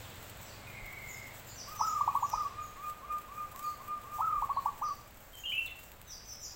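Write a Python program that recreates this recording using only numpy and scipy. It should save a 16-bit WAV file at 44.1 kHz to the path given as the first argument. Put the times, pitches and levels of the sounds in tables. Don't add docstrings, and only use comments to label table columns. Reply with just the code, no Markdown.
import sys
import numpy as np
from scipy import signal
from scipy.fft import rfft, irfft
from scipy.io import wavfile
from scipy.ndimage import map_coordinates

SR = 44100
rng = np.random.default_rng(int(sys.argv[2]) if len(sys.argv) > 2 else 0)


def output_pcm(signal):
    pcm = np.clip(np.atleast_2d(signal).T, -1, 1) * 32767
    wavfile.write(sys.argv[1], SR, np.round(pcm).astype(np.int16))


N = 288855
TIME = np.arange(N) / SR

# time in seconds, traffic and airy hiss in dB before their lifts in the mix.
STREET_LEVELS = [(0, -55, -61.5), (.9, -56, -65.5), (2.5, -57.5, -66), (3.1, -58, -72), (4.7, -57.5, -71),
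                 (5.1, -60.5, -74), (6.55, -61.5, -71)]
# time in seconds, mean cycles per second, level in dB before trim and throb.
ENGINE_COURSE = [(.1, 21.6, -57), (.6, 24.1, -57.5), (1.9, 24, -60), (2.15, 23.5, -57.5),
                 (2.6, 21.4, -59.5), (3.1, 23.2, -72), (4.3, 23.8, -59), (5.1, 21.8, -69.5),
                 (6.55, 21.3, -64)]
# multiple of the cycle rate, relative level in dB.
ENGINE_HARMONICS = [(2, -14), (4, -1), (5, -2.5), (6, -15.5), (7, -14.5), (8, -14), (9, -12.5)]
# frequency in Hz, relative density in dB per Hz.
TRAFFIC_SPECTRUM = [(40, -23), (100, 6.5), (160, 1.5), (210, 0.5), (400, -2.5), (560, 1.5), (1000, -1),
                    (1600, -3.5), (2600, -8.5), (4000, -19.5), (8000, -23)]
RUMBLE_SPECTRUM = [(20, 8), (35, -4), (55, 7), (75, 0.5), (140, -15.5), (400, -59)]
HISS_SPECTRUM = [(1000, -4.5), (2500, 3.5), (4000, 3), (6000, -9), (7800, 1.5), (9200, -17.5), (15500, -31)]
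RUSTLE_SPECTRUM = [(3000, -18), (6000, -4), (7800, 1.5), (9200, -12.5), (11000, -10), (13000, -1.5),
                   (15500, 4.5)]
SNAP_SPECTRUM = [(3000, -4), (6000, -12), (8000, 0.5), (9500, -14.5), (12000, -2), (15500, 1.5)]

# time in seconds, level in dB before flicker and lift.
RUSTLE_LEVELS = [(0, -59), (.35, -60.5), (.65, -64.5), (1.1, -60.5), (2.3, -60), (2.5, -64), (4.7, -62),
                 (6.55, -63.5)]
RUSTLE_FLICKER_DB, RUSTLE_FLICKER_HZ = 2.7, 14
# start in seconds, length in seconds, crest level in dB before the lift.
NOISE_BURSTS = [(0.403, .07, -54), (1.332, 0.14, -54), (1.458, .1, -56), (2.859, 0.13, -58),
                (3.108, 0.1, -60), (3.533, 0.27, -55.5), (3.662, 0.17, -56), (4.12, 0.18, -52.5),
                (4.25, 0.065, -59), (4.65, 0.059, -55), (5.21, 0.073, -60), (5.355, 0.12, -55.5),
                (5.48, 0.13, -55)]
BURST_RISE = 0.15
# start in seconds, initial level in dB.
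HANDLING_TICKS = [(2.3002, -34), (3.5613, -35.5), (3.5934, -36), (5.3536, -39), (5.918, -39), (6.016, -38)]
# middle in seconds, level in dB.
HAND_BUMPS = [(.84, -44), (2.37, -46.5), (4.40, -42)]

# start in seconds, start pitch in Hz, level in dB before the mix.
FAR_PEEPS = [(.02, 3670, -59), (.47, 4900, -58.5), (1.12, 5480, -60), (1.475, 4990, -57.5),
             (3.625, 4840, -57.5), (4.52, 4560, -62), (4.835, 5080, -55.5), (6.06, 3930, -62.5)]
PEEP_S, PEEP_FALL = 0.04, 0.126
# start in seconds, start pitch in Hz, level in dB before the mix.
HIGH_CHIPS = [(.41, 7950, -58), (1.07, 7185, -51), (1.459, 7410, -53), (1.853, 7300, -49),
              (2.20, 7140, -53.5), (2.601, 7000, -58), (3.62, 6870, -61), (5.369, 7060, -57.5),
              (6.41, 7270, -51)]
CHIP_S, CHIP_FALL = 0.035, 0.091
# start in seconds, length in seconds, end pitch in Hz, level in dB before the mix.
SLURRED_CALLS = [(0.438, 0.029, 5170, -59), (1.545, 0.071, 4610, -48.5), (1.752, 0.069, 5030, -46),
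                 (2.235, .036, 5200, -57), (2.287, 0.046, 4840, -49.5), (4.818, 0.028, 5540, -53.5),
                 (6.06, .08, 4710, -49.5), (6.246, 0.077, 5160, -49), (6.391, 0.07, 4910, -47)]
SLUR_START_HZ = 6195

TRILL_START_S, TRILL_LENGTH_S, TRILL_SWELL_S, TRILL_FADE_S = 0.5, 0.89, 0.39, 0.18
TRILL_HZ, TRILL_SAG_HZ_PER_S = 2175, 100
TRILL_DB = -49.5

# start in seconds, length in seconds, start and end pitch in Hz, level in dB before the mix.
WHISTLE_NOTES = [(.668, 0.052, 2485, 2420, -53), (.768, 0.028, 2456, 2400, -54),
                 (5.332, 0.064, 3174, 3040, -55), (5.436, 0.036, 2755, 2910, -41.5),
                 (5.454, 0.068, 3222, 2977, -39.5), (5.519, 0.019, 2320, 2620, -39),
                 (5.522, 0.027, 3050, 2875, -35), (5.530, 0.07, 2647, 2623, -41),
                 (5.578, 0.026, 2730, 2716, -31), (5.662, 0.015, 4190, 3675, -53.5),
                 (5.67, 0.014, 3720, 3350, -49), (5.68, 0.016, 2380, 2000, -55)]
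# multiple of its pitch, relative level in dB.
WHISTLE_HARMONICS = [(1, 0.5), (2, -41), (4, -31), (5, -29)]

# start in seconds, time to the crest in seconds, level in dB before the swell.
SOFT_NOTES = [(1.664, 0.065, -41), (1.995, .1, -40), (2.24, 0.092, -39.5), (2.495, 0.097, -38.5),
              (2.755, 0.092, -39.5), (3.009, 0.099, -39), (3.271, .11, -40.5), (3.529, .12, -40),
              (3.785, .12, -41), (4.035, 0.099, -42), (4.280, 0.094, -41)]
SOFT_ARCH = [(0, .80), (.2, .87), (.45, .96), (.75, .992), (1, 1), (1.3, .99), (2, .955)]
# time over time to the crest, relative level in dB.
SOFT_SWELL = [(0, -28), (.2, -9), (.45, -10), (.72, -9.5), (1, 2), (1.22, -1), (1.55, -11.5), (2, -25.5)]
MURMUR_HZ, MURMUR_SAG_HZ_PER_S = 1235, 9.7

# start in seconds, pitch in Hz, level in dB before the rasp.
PHRASE_CREAKS = [(1.787, 1107, -34.5), (4.180, 890, -32.5)]
CREAK_S, CREAK_RASP = 0.028, 0.6

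# start in seconds,
# length in seconds, pitch in Hz before the sag, base level in dB, base level of the scoop in dB.
LOUD_NOTES = [(1.798, 0.23, 1304, -34, -21.5), (2, 0.037, 1220, -26, -30), (2.07, 0.039, 1158, -29, -24.5),
              (2.143, 0.043, 1159, -28.5, -24.5), (2.221, 0.041, 1177, -30.5, -25),
              (2.326, 0.15, 1255, -38.5, -24.5), (4.194, .198, 1308, -27.5, -30),
              (4.415, 0.043, 1153, -29.5, -31), (4.488, 0.042, 1151, -29, -29),
              (4.560, 0.044, 1150, -28.5, -28.5), (4.651, 0.05, 1190, -33, -27),
              (4.809, 0.12, 1241, -35.5, -26)]
STUTTER_S = 0.042
SCOOP_S, SCOOP_GROWTH = 0.0113, 0.3066
SCOOP_STEEPNESS = 2.64
SAG_SHARE, SAG_GROWTH = 0.068, 0.405
PUFF_DB, PUFF_AT, PUFF_WIDTH = 2.5, 0.77, 0.068
COO_FADE_DB_PER_S, COO_RASP = 19, 0.76
COO_ATTACK, COO_RELEASE_S = 1.23, 0.012
THROAT_RING_DB = 4

# delay in seconds, level in dB.
EARLY_ECHOES = [(.0062, -19.5), (0.0139, -14.5)]
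CUTOFF_HZ = 15900


def from_db(db):
    return 10 ** (np.asarray(db) / 20)


def rms_one(x):
    return x / np.sqrt(np.mean(x ** 2) + 1e-20)


def in_time(rows):
    s, *columns = np.transpose(rows)
    return [np.interp(TIME, s, column) for column in columns]


def add(out, s, sound):
    at = max(round(s * SR), 0)
    out[at:at + len(sound)] += sound[:max(N - at, 0)]


def clock(length):
    return np.arange(int(length * SR)) / SR


def drift(rate):
    knots = rng.standard_normal(4000)
    return rms_one(map_coordinates(knots, [TIME * rate], order=3, mode="wrap"))


def tone(hz, partials):
    phase = 2 * np.pi * np.cumsum(hz) / SR
    return np.sqrt(2) * sum(from_db(db) * np.sin(round(k) * phase) for k, db in partials)


def gate(t, length, attack, release):
    opening = np.sin(np.pi / 2 * np.clip(t / attack, 0, 1))
    closing = np.sin(np.pi / 2 * np.clip((length - t) / release, 0, 1))
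    return (opening * closing) ** 2


def noise(colour):
    hz, db = np.transpose(colour)
    bins = np.maximum(np.arange(N // 2 + 1) * SR / N, 1)
    gain = from_db(np.interp(np.log(bins), np.log(hz), db)) * bins / np.hypot(bins, 15)
    return rms_one(irfft(rfft(rng.standard_normal(N)) * gain, N))


def resonance(x, hz, width_hz):
    r = np.exp(-np.pi * width_hz / SR)
    feed = np.array([1, 0, -1]) * (1 - r * r) / 2
    ring = [1, -2 * r * np.cos(2 * np.pi * hz / SR), r * r]
    return signal.lfilter(feed, ring, x + 1e-18)


def porch(x, wet_db, t60, gap=0.0037):
    t = clock(1)
    tail = rng.standard_normal(len(t)) * from_db(-60 * t / t60) * np.clip(t / gap - 1, 0, 1)
    tail /= np.sqrt(np.sum(tail ** 2))
    return from_db(wet_db) * signal.fftconvolve(x, tail)[:N]


def glides(notes, partials, hold, rough, attack, release):
    out, quaver = np.zeros(N), rough * drift(600)
    for s, length, start_hz, end_hz, level_db in notes:
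        t = clock(length)
        slide = np.sin(np.pi / 2 * (t / length) ** hold) ** 2
        hz = start_hz + (end_hz - start_hz) * slide
        hz *= 1 + slide * np.interp(s + t, TIME, quaver)
        envelope = from_db(level_db) * gate(t, length, attack * length, release * length)
        add(out, s, tone(hz, partials) * envelope)
    return out


def street(rumble_db=-59.5, engine_waver=0.0038, engine_throb_db=1.0):
    traffic_db, hiss_db = in_time(STREET_LEVELS)
    cycle_hz, engine_db = in_time(ENGINE_COURSE)
    engine = tone(cycle_hz * (1 + engine_waver * drift(24.45)), ENGINE_HARMONICS)
    engine *= from_db(engine_db - 1 + engine_throb_db * drift(11))
    traffic = noise(TRAFFIC_SPECTRUM) * from_db(traffic_db + 3)
    rumble = noise(RUMBLE_SPECTRUM) * from_db(rumble_db)
    hiss = noise(HISS_SPECTRUM) * from_db(hiss_db + 5.5)
    return engine + traffic + rumble + hiss


def rustle_strength():
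    steady_db, = in_time(RUSTLE_LEVELS)
    power = from_db(steady_db + RUSTLE_FLICKER_DB * drift(RUSTLE_FLICKER_HZ)) ** 2
    for s, length, level_db in NOISE_BURSTS:
        swell = gate(clock(length), length, BURST_RISE * length, (1 - BURST_RISE) * length)
        add(power, s, (from_db(level_db) * swell) ** 2)
    return np.sqrt(power)


def handling(tick_t60=0.0069, creases_per_s=40, crease_db=6.0, crease_t60=0.05, bump_hz=34, bump_length=0.0864):
    strength = rustle_strength()
    bumps, t = np.zeros(N), clock(bump_length)
    creases = (rng.random(N) < creases_per_s / SR) * rng.uniform(0, 2, N)
    crease_decay = from_db(crease_db - 60 * t / crease_t60)
    snaps = strength * signal.fftconvolve(creases, crease_decay)[:N]
    for s, level_db in HANDLING_TICKS:
        add(snaps, s, from_db(level_db - 60 * t / tick_t60))
    for s, level_db in HAND_BUMPS:
        bump = np.sin(2 * np.pi * bump_hz * t) * np.hanning(len(t))
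        add(bumps, s - bump_length / 2, from_db(level_db) * bump)
    return from_db(4.0) * strength * noise(RUSTLE_SPECTRUM) + snaps * noise(SNAP_SPECTRUM) + bumps


def small_birds():
    peeps = [(s, PEEP_S, hz, hz * (1 - PEEP_FALL), db) for s, hz, db in FAR_PEEPS]
    chips = [(s, CHIP_S, hz, hz * (1 - CHIP_FALL), db) for s, hz, db in HIGH_CHIPS]
    slurs = [(s, length, SLUR_START_HZ, end_hz, db) for s, length, end_hz, db in SLURRED_CALLS]
    bright = glides(chips, [(1, 1.5), (2, -6.5)], hold=1.64, rough=0.016, attack=0.18, release=0.038)
    dull = glides(peeps + slurs, [(1, 1.5), (2, -22)], hold=1.4, rough=0.017, attack=0.31, release=0.018)
    return bright + dull


def trill(warble_hz=27, warble_depth=0.046, rough=0.015, pulse_db=4):
    t, warble = TIME - TRILL_START_S, 2 * np.pi * warble_hz * TIME
    hz = TRILL_HZ - TRILL_SAG_HZ_PER_S * t
    hz *= 1 + warble_depth * np.sin(warble) + rough * drift(120)
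    pulse = from_db(TRILL_DB + pulse_db * np.cos(warble))
    return tone(hz, [(1, 0)]) * pulse * gate(t, TRILL_LENGTH_S, TRILL_SWELL_S, TRILL_FADE_S)


def whistling_birds():
    return glides(WHISTLE_NOTES, WHISTLE_HARMONICS, hold=0.75, rough=0.013, attack=0.071, release=0.28)


def murmurs(waver=0.021, waver_hz=110):
    out, unsteady = np.zeros(N), waver * drift(waver_hz)
    for s, crest, level_db in SOFT_NOTES:
        t = clock(2 * crest)
        top_hz = MURMUR_HZ - MURMUR_SAG_HZ_PER_S * (s - SOFT_NOTES[0][0])
        arch = np.interp(t / crest, *np.transpose(SOFT_ARCH))
        swell_db = np.interp(t / crest, *np.transpose(SOFT_SWELL))
        wobble = 1 + (1 - from_db(swell_db)) * np.interp(s + t, TIME, unsteady)
        voice = tone(top_hz * arch * wobble, [(1, 0.5), (2, -22.5)])
        voice *= from_db(level_db + swell_db)
        add(out, s, voice * gate(t, 2 * crest, attack=0.0064, release=0.0087))
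    return out * from_db(1.9 * drift(80) - 1)


def creaks():
    out, t, rattle = np.zeros(N), clock(CREAK_S), drift(500)
    for s, hz, level_db in PHRASE_CREAKS:
        voice = from_db(level_db) * np.sin(2 * np.pi * hz * t)
        add(out, s, voice * gate(t, CREAK_S, attack=0.0095, release=0.015))
    return out * (1 + CREAK_RASP * rattle)


def coos(start_hz=775, throat_hz=895, throat_width_hz=125, flutter_hz=35.64, flutter_db=2.5, flutter_bend=0.029):
    out, throat = np.zeros(N), np.zeros(N)
    rattle = drift(500)
    for s, length, top_hz, level_db, scoop_db in LOUD_NOTES:
        t = clock(length)
        scoop = SCOOP_S * (length / STUTTER_S) ** SCOOP_GROWTH
        sag = SAG_SHARE * (length / STUTTER_S) ** SAG_GROWTH
        opening = np.exp(-(t / scoop) ** SCOOP_STEEPNESS)
        flutter = np.cos(2 * np.pi * flutter_hz * t) * np.clip(t / 0.045, 0, 1) ** 3
        hz = top_hz - (top_hz - start_hz) * opening - top_hz * sag * (t / length) ** 1.695
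        voice = tone(hz * (1 + flutter_bend * flutter), [(1, -3.5), (2, -41.0)])
        voice *= 1 + COO_RASP * opening * np.interp(s + t, TIME, rattle)
        puff_db = PUFF_DB * np.exp(-((t / scoop - PUFF_AT) / PUFF_WIDTH) ** 2)
        voice *= from_db(puff_db - COO_FADE_DB_PER_S * t + flutter_db * flutter)
        voice *= gate(t, length, COO_ATTACK * scoop, COO_RELEASE_S)
        add(out, s, voice * from_db(level_db + (scoop_db - level_db) * opening))
        add(throat, s, voice * from_db(scoop_db + THROAT_RING_DB))
    ringing = resonance(throat, throat_hz, throat_width_hz)
    return (out + ringing) * from_db(0.9 * drift(130))


def scene(dove_lowest_hz=640):
    background = street() + handling()
    chirps = small_birds()
    far = trill()
    whistles = whistling_birds()
    soft = murmurs()
    body = signal.butter(4, dove_lowest_hz, "high", fs=SR, output="sos")
    loud = signal.sosfilt(body, coos() + creaks())

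    doves = loud + from_db(0.5) * soft
    echoes = sum(from_db(db) * np.interp(TIME - delay, TIME, doves) for delay, db in EARLY_ECHOES)
    birds = doves + echoes + porch(loud, wet_db=-10, t60=0.42) + porch(soft, wet_db=-3.0, t60=0.65)
    birds += from_db(-9) * chirps + porch(chirps, wet_db=1.5, t60=0.62)
    birds += from_db(-1.0) * whistles + porch(whistles, wet_db=-1.5, t60=0.48)
    birds += from_db(-6.5) * far + porch(far, wet_db=-0.5, t60=0.4)
    return (birds + background)[None]


def record(dry):
    top_cut = signal.ellip(12, 0.1, 70, CUTOFF_HZ, fs=SR, output="sos")
    return signal.sosfilt(top_cut, dry)


dry = scene()
out = record(dry)
output_pcm(out)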